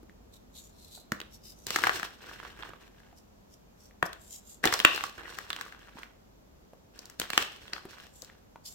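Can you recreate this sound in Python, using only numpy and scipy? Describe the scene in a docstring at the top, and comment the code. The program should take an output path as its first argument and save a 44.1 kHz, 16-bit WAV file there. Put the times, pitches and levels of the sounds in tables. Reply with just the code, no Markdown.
"""Blocks of gym chalk snap with bright cracks and are crushed to grinding, trickling powder, close up in a quiet room.
Each crack is a quick run of micro-fractures that rings the piece and jolts the hand. Squeezes set off streams of
crumb ticks, soft pops and fine grit. Between them skin rubs over the block as coloured hiss, and dull knocks, short
decaying rings with a scuff of noise, mark landing lumps and the low thuds under some of the big cracks.
Box resonances, a short stereo echo and a low hush with a faint hum surround it all."""
import sys
import numpy as np
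from scipy import signal
from scipy.fft import rfft, irfft
from scipy.io import wavfile
from scipy.ndimage import uniform_filter1d

SR = 44100
rng = np.random.default_rng(int(sys.argv[2]) if len(sys.argv) > 2 else 0)


def log_audio(samples):
    """Write samples as a 16-bit WAV file to the path given in sys.argv[1]."""
    # one column per channel
    frames = np.atleast_2d(samples).T
    # limit to full scale, then quantise
    limited = np.clip(frames, -1, 1)
    pcm = np.round(limited * 32767).astype(np.int16)
    wavfile.write(sys.argv[1], SR, pcm)


N = 385434


def amp(db):
    """Decibels to gain."""
    return 10 ** (np.asarray(db) / 20)


def unit(x):
    """Scale to rms 1."""
    return x / np.sqrt(np.mean(x ** 2) + 1e-30)


def along(points, hz):
    """Read (f/Hz, value) points on a log-frequency axis."""
    f, value = np.transpose(points)
    return np.interp(np.log(hz + 1), np.log(f), value)


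def colour(x, points, size=2048):
    """Causal minimum-phase filter with the given (f/Hz, level/dB) response."""
    log_gain = np.log(amp(along(points, np.fft.rfftfreq(size, 1 / SR))))
    cepstrum = irfft(log_gain)
    # folding the cepstrum forward in time makes the filter minimum phase
    cepstrum[1:size // 2] *= 2
    cepstrum[size // 2 + 1:] = 0
    response = irfft(np.exp(rfft(cepstrum)))
    return signal.fftconvolve(x, response[None], axes=1)[:, :x.shape[1]]


def ring(x, hz, t60):
    """One damped resonance that falls 60 dB in t60 seconds."""
    pole = np.exp((2j * np.pi * hz - np.log(1000) / t60) / SR)
    return signal.lfilter([1], [1, -pole], x).real


def walk(rate):
    """Slow chance: random levels held 1 / rate s and slewed, rms 1."""
    hold = max(int(SR / rate), 2)
    steps = np.repeat(rng.standard_normal(N // hold + 1), hold)
    return unit(uniform_filter1d(steps, hold)[:N])


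def add(out, t, sound):
    """Mix a stereo sound in at time t."""
    i = max(int(t * SR), 0)
    out[:, i:i + sound.shape[1]] += sound[:, :N - i]


def ports(at, size, length, lead_s=.00008, scatter_s=.00008, pan_db=6.5):
    """Clicks at the two microphone ports; each comes from its own place, the left port a little nearer on average."""
    place = rng.standard_normal((len(at), 2)).T
    lag = np.round(SR * (lead_s + scatter_s * place[0])).astype(int)
    side = amp(pan_db * place[1] / 2)
    left = np.bincount(np.clip(at, 0, length - 1), size * side, length)
    right = np.bincount(np.clip(at + lag, 0, length - 1), size / side, length)
    return np.array([left, right])


def grains(rate, spread_db):
    """A stream of tiny breaks, rate per second, whose strengths scatter exponentially in dB."""
    at = np.flatnonzero(rng.random(N) < rate / SR)
    strength = np.minimum(rng.exponential(size=N), 4.5)[at]
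    force = amp(spread_db * strength) * rng.choice([-1, 1], len(at))
    return unit(ports(at, force, N))


def palms(x, share=0.54, decay_s=0.002, size=400):
    """Cupped hands scatter each click for a few milliseconds, differently toward each port."""
    t = np.arange(size) / SR
    response = rng.standard_normal((2, size)) * t * np.exp(-2 * t / decay_s)
    response *= share / np.sqrt(np.sum(response ** 2, axis=1, keepdims=True))
    response[:, 0] = 1  # the direct click
    return signal.fftconvolve(x, response, axes=1)[:, :x.shape[1]]


def blow(x, db):
    """Give a short sound the energy of 5 ms at this level."""
    return unit(x) * amp(db) * np.sqrt(.005 * SR / x.shape[1])


def hush(waver_db=-0.5):
    """Low room noise that swells and sinks, alike at both ports in the bass, with a faint mains hum."""
    # relative colour of the quiet room: (f/Hz, density/dB)
    hush_colour = [(20, -14.5), (45, 0.5), (70, 2), (130, -5.5), (210, -2), (320, -9), (600, -12),
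                   (1000, -18), (2000, -27), (4000, -30), (7000, -30.5), (9500, -41.5), (13000, -31.5),
                   (16000, -38.5)]
    hush_db = -58
    hum_hz, hum_db = 49.4, -69
    fade_db_per_s = 0.27  # rumble and hum slowly sink
    time = np.arange(N) / SR
    hz = np.fft.rfftfreq(N, 1 / SR)
    mid, side = rfft(rng.standard_normal((2, N))) * amp(along(hush_colour, hz))
    side = side * amp(along([(100, -9.5), (400, 2.5), (1200, 2.5)], hz))
    air = unit(irfft(np.array([mid + side, mid - side]), N))
    hum = unit(np.sin(2 * np.pi * hum_hz * time)) * amp(hum_db + 2 * walk(1.2))
    # only the low part of the hush moves; the hiss above stays smooth
    rumble = signal.sosfiltfilt(signal.butter(2, 500, fs=SR, output="sos"), air)
    swell = amp(waver_db * walk(2.5) - fade_db_per_s * (time - time.mean()))
    return (air - rumble) * amp(hush_db) + (rumble * amp(hush_db) + hum) * swell


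def room(x, wet_db=-7.5, treble_db=-3.0, alike_hz=320.2, size=32768):
    """A small live room: a diffuse tail at each port, every band dying at its own rate."""
    # decay of the echo: (f/Hz, t60/s)
    room_decay = [(150, 0.17), (500, 0.43), (1500, 0.34), (3000, .5), (7000, 0.25), (14000, 0.2)]
    gap_s = .004  # the tail fades in from half to one and a half times this
    t, hz = np.arange(size) / SR, np.fft.rfftfreq(size, 1 / SR)
    noise = rfft(rng.standard_normal((2, size)))
    turn = np.arccos(1 / (1 + (hz / alike_hz) ** 2))  # long waves reach both ports alike
    noise = np.array([noise[0], np.cos(turn) * noise[0] + np.sin(turn) * noise[1]])
    centres, t60s = np.transpose(room_decay)
    tail = np.zeros((2, size))
    for band, t60 in zip(np.eye(len(centres)), t60s):
        band_noise = irfft(noise * np.interp(hz, centres, band))
        even_energy = np.sqrt(2 * np.log(1000) / t60 / SR)  # long and short decays carry the same energy
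        tail += band_noise * amp(-60 * t / t60) * even_energy
    fade_in = np.clip(t / gap_s - .5, 0, 1)
    tail = colour(tail * fade_in, [(150, -0.81), (500, 0.93), (2800, -1.4), (10000, treble_db)])
    return amp(wet_db) * signal.fftconvolve(x, tail, axes=1)[:, :N]


def surroundings(x, t60_s=0.27):
    """The box of powder and the nearby walls hum along at a few pitches."""
    # resonances of box and walls: (f/Hz, level/dB at the peak)
    box_modes = [(198, 3), (394, -10.5), (733, -6.5), (1135, -5), (2076, -9), (2775, -1.5)]
    gain = 2 * np.log(1000) / (t60_s * SR)  # brings the peak of a resonance to 1
    return sum(gain * amp(db) * ring(x, hz, t60_s) for hz, db in box_modes)


def knocks(scuff=0.49, scuff_s=.004, size=5000):
    """Dull knocks, each a decaying ring and a scuff of noise: lumps landing, and low thuds under some big cracks."""
    # dull knocks: (t/s, level/dB, f/Hz)
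    dull_knocks = [(.030, -50, 315), (.096, -54.5, 1900), (.976, -51, 730), (1.1206, -31.5, 223),
                   (2.314, -44.5, 1140), (2.43, -44, 1390), (2.659, -47, 1010), (2.735, -44, 1210),
                   (3.128, -54, 716), (3.91, -58.5, 1970), (4.0282, -30, 746), (4.030, -35.5, 175),
                   (4.060, -37.5, 685), (4.657, -24, 347), (5.6636, -44.5, 1180), (5.955, -46, 240),
                   (5.971, -48, 935), (6.7333, -48, 550), (7.853, -38.5, 371), (8.228, -48.5, 520),
                   (8.299, -50.5, 1900), (8.5585, -44.5, 926)]
    ring_cycles = 14  # the ring falls 60 dB in this many cycles
    out, t = np.zeros((2, N)), np.arange(size) / SR
    for start, db, hz in dull_knocks:
        contact = rng.standard_normal((1, size)) * np.exp(-t / scuff_s)
        tone = np.sin(2 * np.pi * hz * t) * amp(-60 * t * hz / ring_cycles)
        scuff_noise = colour(contact, [(hz / 4, -14), (hz, 0), (hz * 2, -7), (hz * 8, -32)])
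        add(out, start, blow(unit(tone) + scuff * unit(scuff_noise), db))
    return out


def rubbing(gap_cycles=30., gap_share=0.85, size=16384):
    """Skin drags dense fine grains over the block; the gap between finger and chalk colours each stroke
    differently. The briefest burst, at 4.063 s, is instead the bright snap of a small crack, shaped the same
    way."""
    # strokes: (middle t/s, Gaussian half length/s, level/dB at the middle, resonance f/Hz); the 6 ms row at
    # 4.063 s is the snap of a small crack
    strokes = [(0.352, .015, -53.5, 3840), (0.577, 0.02, -50.5, 3720), (.62, .045, -54.5, 6900),
               (0.861, .07, -56.5, 4050), (0.963, .035, -50, 4120), (1.344, .018, -53, 5500),
               (1.481, .03, -49, 5070), (1.626, .053, -61.5, 6050), (3.184, .014, -60.5, 5400),
               (3.531, .017, -60, 5450), (3.841, .034, -61, 5520), (4.063, .006, -43, 5700),
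               (4.261, .037, -56, 7350), (4.345, .029, -45, 7330), (4.508, .039, -52, 7400),
               (8.199, .045, -57, 7470), (8.671, .013, -43.5, 4930), (8.706, .03, -50.5, 7300)]
    # colour of dusty skin on chalk: (f/Hz, level/dB)
    skin_colour = [(1500, -31), (2600, -12.5), (3500, -6.5), (5000, -7), (7200, -3), (10000, -10),
                   (13000, -5), (16000, -18.5)]
    out, t = np.zeros((2, N)), (np.arange(size) - size // 2) / SR
    friction = grains(rate=8700, spread_db=4.5) * amp(2 * walk(120))
    for middle, width_s, db, hz in strokes:
        i = rng.integers(N - size)
        hiss = colour(palms(friction[:, i:i + size], share=1.0), skin_colour)
        gap = unit(ring(hiss, hz, gap_cycles / hz))
        stroke = unit(unit(hiss) + gap_share * gap)
        add(out, middle + t[0], stroke * amp(db) * np.exp(-.5 * (t / width_s) ** 2))
    return out


def squeezing():
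    """Strength of coarse crumbs and of fine grit: each squeeze builds, holds, eases off and leaves a trickle."""
    # squeezes of the fingers: (t/s, length/s, coarse crumb level/dB, fine grit level/dB), ahead of the layer mix
    squeezes = [(1.66, 0.13, -42, -39.5), (1.807, 0.078, -36, -40), (1.923, 0.12, -44, -45),
                (2.201, 0.14, -47, -55), (2.374, .14, -49, -58), (2.554, 0.13, -49.5, -61.5),
                (2.792, 0.068, -57, -66.5), (2.93, 0.15, -63.5, -71.5), (4.628, 0.047, -30.5, -39),
                (4.716, 0.03, -32, -32.5), (4.843, 0.18, -43, -43.5), (5.169, 0.081, -44, -58),
                (5.275, 0.15, -50, -53.5), (5.463, 0.2, -50.5, -54.5), (5.699, 0.23, -57.5, -67),
                (5.946, 0.095, -56, -62), (6.933, 0.19, -60, -64), (7.188, 0.048, -44, -45.5),
                (7.32, 0.11, -41, -42.5), (7.51, 0.19, -56, -62), (7.714, 0.034, -44.5, -52.5),
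                (7.879, 0.16, -54.5, -57), (8.203, 0.12, -62, -68)]
    grip_s, let_go_s = .02, .015  # closing time of the fingers, time constant of easing off
    trickle_share, trickle_s = 0.59, .08  # loosened crumbs run on, with this time constant
    power = np.zeros((2, N))
    t = np.arange(SR) / SR
    for start, length_s, coarse_db, fine_db in squeezes:
        after = np.maximum(t - length_s, 0)
        release = (1 - trickle_share) * np.exp(-after / let_go_s) + trickle_share * np.exp(-after / trickle_s)
        grip = np.minimum(t / grip_s, 1)
        add(power, start, (amp([[coarse_db], [fine_db]]) * grip * release) ** 2)
    return np.sqrt(power)


def crumbling(coarse_db=-0.5, fine_db=1.5, lump_db=-1.5, fist_db=-17., chip_share=0.91,
              surge_db=2.5, bunch_db=1.67, count=16):
    """Crumbs give way in surges, each size ticking at its own pitch; soft lumps pop among them and fine grit hisses."""
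    # colours of crumbs, of fine grit, of a soft lump giving way,
    # and of grinding felt through the flesh of the hands: each (f/Hz, level/dB)
    crumb_colour = [(80, -27.5), (200, -5.5), (400, -0.5), (600, -8), (750, -8), (900, -5.5), (1200, -8.5),
                    (1650, -1.5), (2300, -8.5), (2900, -5.5), (4000, -14.5), (7000, -32), (14000, -51.5)]
    grit_colour = [(1200, -26), (2800, 4.5), (3900, 0.5), (5500, -1.5), (7500, -6), (10000, -15.5),
                   (13000, -11.5), (16000, -16)]
    lump_colour = [(150, -26), (500, -12), (900, -2), (1300, 1.5), (1800, 0.5), (2400, -10), (3200, -8),
                   (4500, -19.5), (9000, -37.5)]
    fist_colour = [(25, -14), (60, -1), (120, 0.5), (220, -2.5), (500, -22.5), (2000, -60)]
    surge = amp(surge_db * walk(70))
    coarse = palms(grains(rate=800, spread_db=4.8)) * surge
    fine = palms(grains(rate=5000, spread_db=-0.5)) * surge
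    ticks = np.zeros((2, N))
    for hz in np.geomspace(450, 4200, count):
        tick = unit(ring(grains(rate=110, spread_db=3.6), hz, 12 / hz))
        ticks += tick * np.sqrt(hz) * amp(3 * walk(12))
    lumps = unit(colour(palms(grains(rate=45, spread_db=2.5)), lump_colour))
    crunch = unit(colour(coarse, crumb_colour))
    pitched = unit(colour(ticks, crumb_colour))
    crumbs = unit(crunch + pitched + amp(lump_db) * lumps)
    grit = unit(colour(fine + chip_share * coarse, grit_colour))
    on_crumbs, on_grit = squeezing() * amp(bunch_db * walk(55))  # the powder yields in fits and starts
    fists = unit(colour(coarse.mean(axis=0, keepdims=True), fist_colour))
    return (crumbs * amp(coarse_db) + fists * amp(fist_db)) * on_crumbs + grit * on_grit * amp(fine_db)


def even(x, share=.8, width_hz=600.0):
    """Flatten the broad peaks and notches that the few random clicks leave in the crack's spectrum."""
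    spectrum = rfft(x)
    width = max(int(width_hz * x.shape[1] / SR), 1)
    power = uniform_filter1d(np.abs(spectrum) ** 2, width, axis=1)
    return irfft(spectrum * (power + 1e-9) ** (-min(share, 1) / 2), x.shape[1])


def wholeness(t):
    """How much of the piece in hand is still in one lump: 1 until it caves in, then falling toward 0."""
    # handfuls of chalk: (picked up t/s, starts to cave in t/s)
    handfuls = [(0, 1.7), (3.3, 4.64), (6.5, 7.2)]
    cave_in_s = 0.16  # time constant of falling apart
    current = max(sum(t >= picked for picked, _ in handfuls) - 1, 0)
    caves_in = handfuls[current][1]
    return np.exp(-max(t - caves_in, 0) / cave_in_s)


def cracks(ring_share=0.55, follow=0.51, spread_db=4., damp_db=-14.0, count=9, size=3000):
    """A first break sets off micro-fractures, mostly weaker; they snap, ring the piece and jolt the hand."""
    # cracks: (t/s, body level/dB, snap level/dB, ring of the piece f/Hz, left minus right/dB)
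    breaks = [(1.1198, -25.5, -34, 1580, -1), (1.2023, -39, -43.5, 2600, -0.5),
              (1.2147, -38.5, -49, 3540, 0), (1.6679, -36.5, -30.5, 5070, 2.5),
              (1.7055, -28.5, -29, 3800, 0.5), (1.7603, -20, -26.5, 1680, 3), (1.7871, -29, -36, 1140, 0),
              (1.8377, -19.5, -34.5, 1720, 7), (1.844, -27.5, -37, 1444, -1),
              (1.8696, -17.5, -38, 1388, 1.5), (1.8943, -20, -39, 1560, 3.5), (1.997, -34, -42, 1370, 2),
              (2.0307, -28, -43, 1590, 2), (2.6252, -40, -64.5, 3360, -1.5), (4.027, -18, -39, 1400, 4.5),
              (4.1306, -41, -43.5, 3700, 2), (4.64, -21, -34.5, 1560, 8), (4.6545, -19, -23.5, 766, -2),
              (4.674, -23, -35, 3180, 6), (4.7253, -24, -32, 1800, 1.5), (4.739, -28, -22, 5500, -2),
              (4.7917, -28.5, -31, 4840, -2.5), (4.8009, -23, -31.5, 3030, 3),
              (4.849, -5, -21.5, 2490, 2.5), (4.9606, -29.5, -33.5, 4580, 0), (4.9777, -32, -55, 1670, 7),
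              (5.0084, -32.5, -54, 1800, 1), (5.0385, -27, -36.5, 1210, -3), (5.387, -34.5, -40.5, 1630, 6),
              (5.5033, -29.5, -38, 3420, -0.5), (5.53, -31.5, -42, 3270, -3),
              (5.5634, -37.5, -44, 2670, -1), (5.6113, -33, -39.5, 1680, 4.5), (5.724, -45, -60, 1720, 7.5),
              (6.0325, -39.5, -56, 2002, 1), (6.991, -42.5, -45, 5790, 3.5), (7.056, -59, -44.5, 5000, 1),
              (7.099, -51, -45.5, 4000, 6), (7.1987, -27.5, -23.5, 4700, 1), (7.216, -31, -42, 2900, 3),
              (7.3023, -28.5, -33.5, 4080, -4), (7.333, -28.5, -39, 2380, 1), (7.3772, -14, -22, 2600, 0),
              (7.425, -32, -35.5, 2500, 1), (7.68, -45, -63, 3240, -0.5), (7.7334, -28.5, -51, 4380, -0.5),
              (8.0, -47, -62, 3030, 1), (8.2208, -50, -41.5, 6300, 7), (8.247, -55, -47, 5460, 3.5)]
    # colours of the jolt to the hand, the breaking body and the bright snap: each (f/Hz, level/dB)
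    thud_colour = [(50, -35), (130, -10.5), (220, -4.5), (400, 1.5), (600, -5.5), (900, -23.5), (2000, -44)]
    body_colour = [(100, -44.5), (600, -15.5), (740, -5.5), (900, -10), (1150, -1), (2050, -1), (2400, -7),
                   (2850, -1), (3600, -2.5), (10000, -45.5)]
    snap_colour = [(500, -55.5), (2800, -15), (3900, 5), (5500, 6.5), (7500, 4), (10000, -6.5),
                   (13000, -3.5), (16000, -2)]
    fracture_s, scatter = .0013, .15  # typical mean delay in the loudest crack, its log spread
    halving_db = 35.  # a crack this much fainter runs half as long
    crumb_thud_db, whole_thud_db = -20, -9.5  # jolt against the body: small crumb, whole piece
    ring_cycles, lead_s = 9, .004  # cycles to fall 60 dB, silence ahead of the break
    out = np.zeros((2, N))
    loudest_db = max(row[1] for row in breaks)
    for t, body_db, snap_db, hz, pan_db in breaks:
        run_s = fracture_s * 2 ** ((body_db - loudest_db) / halving_db)
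        run_s *= np.exp(scatter * rng.standard_normal())
        thud_db = body_db + crumb_thud_db + (whole_thud_db - crumb_thud_db) * wholeness(t)
        delay = rng.exponential(run_s, count)
        force = follow * amp(spread_db * rng.standard_normal(count)) * np.exp(-delay / run_s / 3)
        force *= rng.choice([-1, 1], count)
        delay[0], force[0] = run_s / 4, 1  # the first break
        clicks = even(palms(ports(((lead_s + delay) * SR).astype(int), force, size)))
        piece = unit(ring(clicks, hz, ring_cycles / hz))
        clarity = ring_share * (1 + (hz / 3600) ** 4)  # small chips ring more clearly than they crunch
        # the fingers damp whatever lies above the piece's own ring, so big pieces sound dull
        grip = [(hz / 10, -12), (hz / 3, 0), (1.165 * hz, 0), (2.33 * hz, damp_db)]
        body = colour(unit(colour(clicks, body_colour)) + clarity * piece, grip)
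        thud = blow(colour(clicks, thud_colour), thud_db)
        snap = blow(colour(clicks, snap_colour), snap_db)
        sound = blow(body, body_db) + thud + snap
        add(out, t - lead_s, sound * amp(np.array([[pan_db], [-pan_db]]) / 2))
    return out


def scene():
    """The chalk close by, its resonant surroundings, its echo and the room."""
    chalk = cracks() + crumbling() + rubbing() + knocks()
    return chalk + surroundings(chalk) + room(chalk) + hush()


def record(dry):
    """Peaks beyond full scale overload the recorder and clip; a steep filter cuts the top."""
    top_hz = 16100
    clipped = np.clip(dry, -1, 1)
    return signal.sosfilt(signal.ellip(8, .2, 70, top_hz, fs=SR, output="sos"), clipped)


dry = scene()
out = record(dry)
log_audio(out)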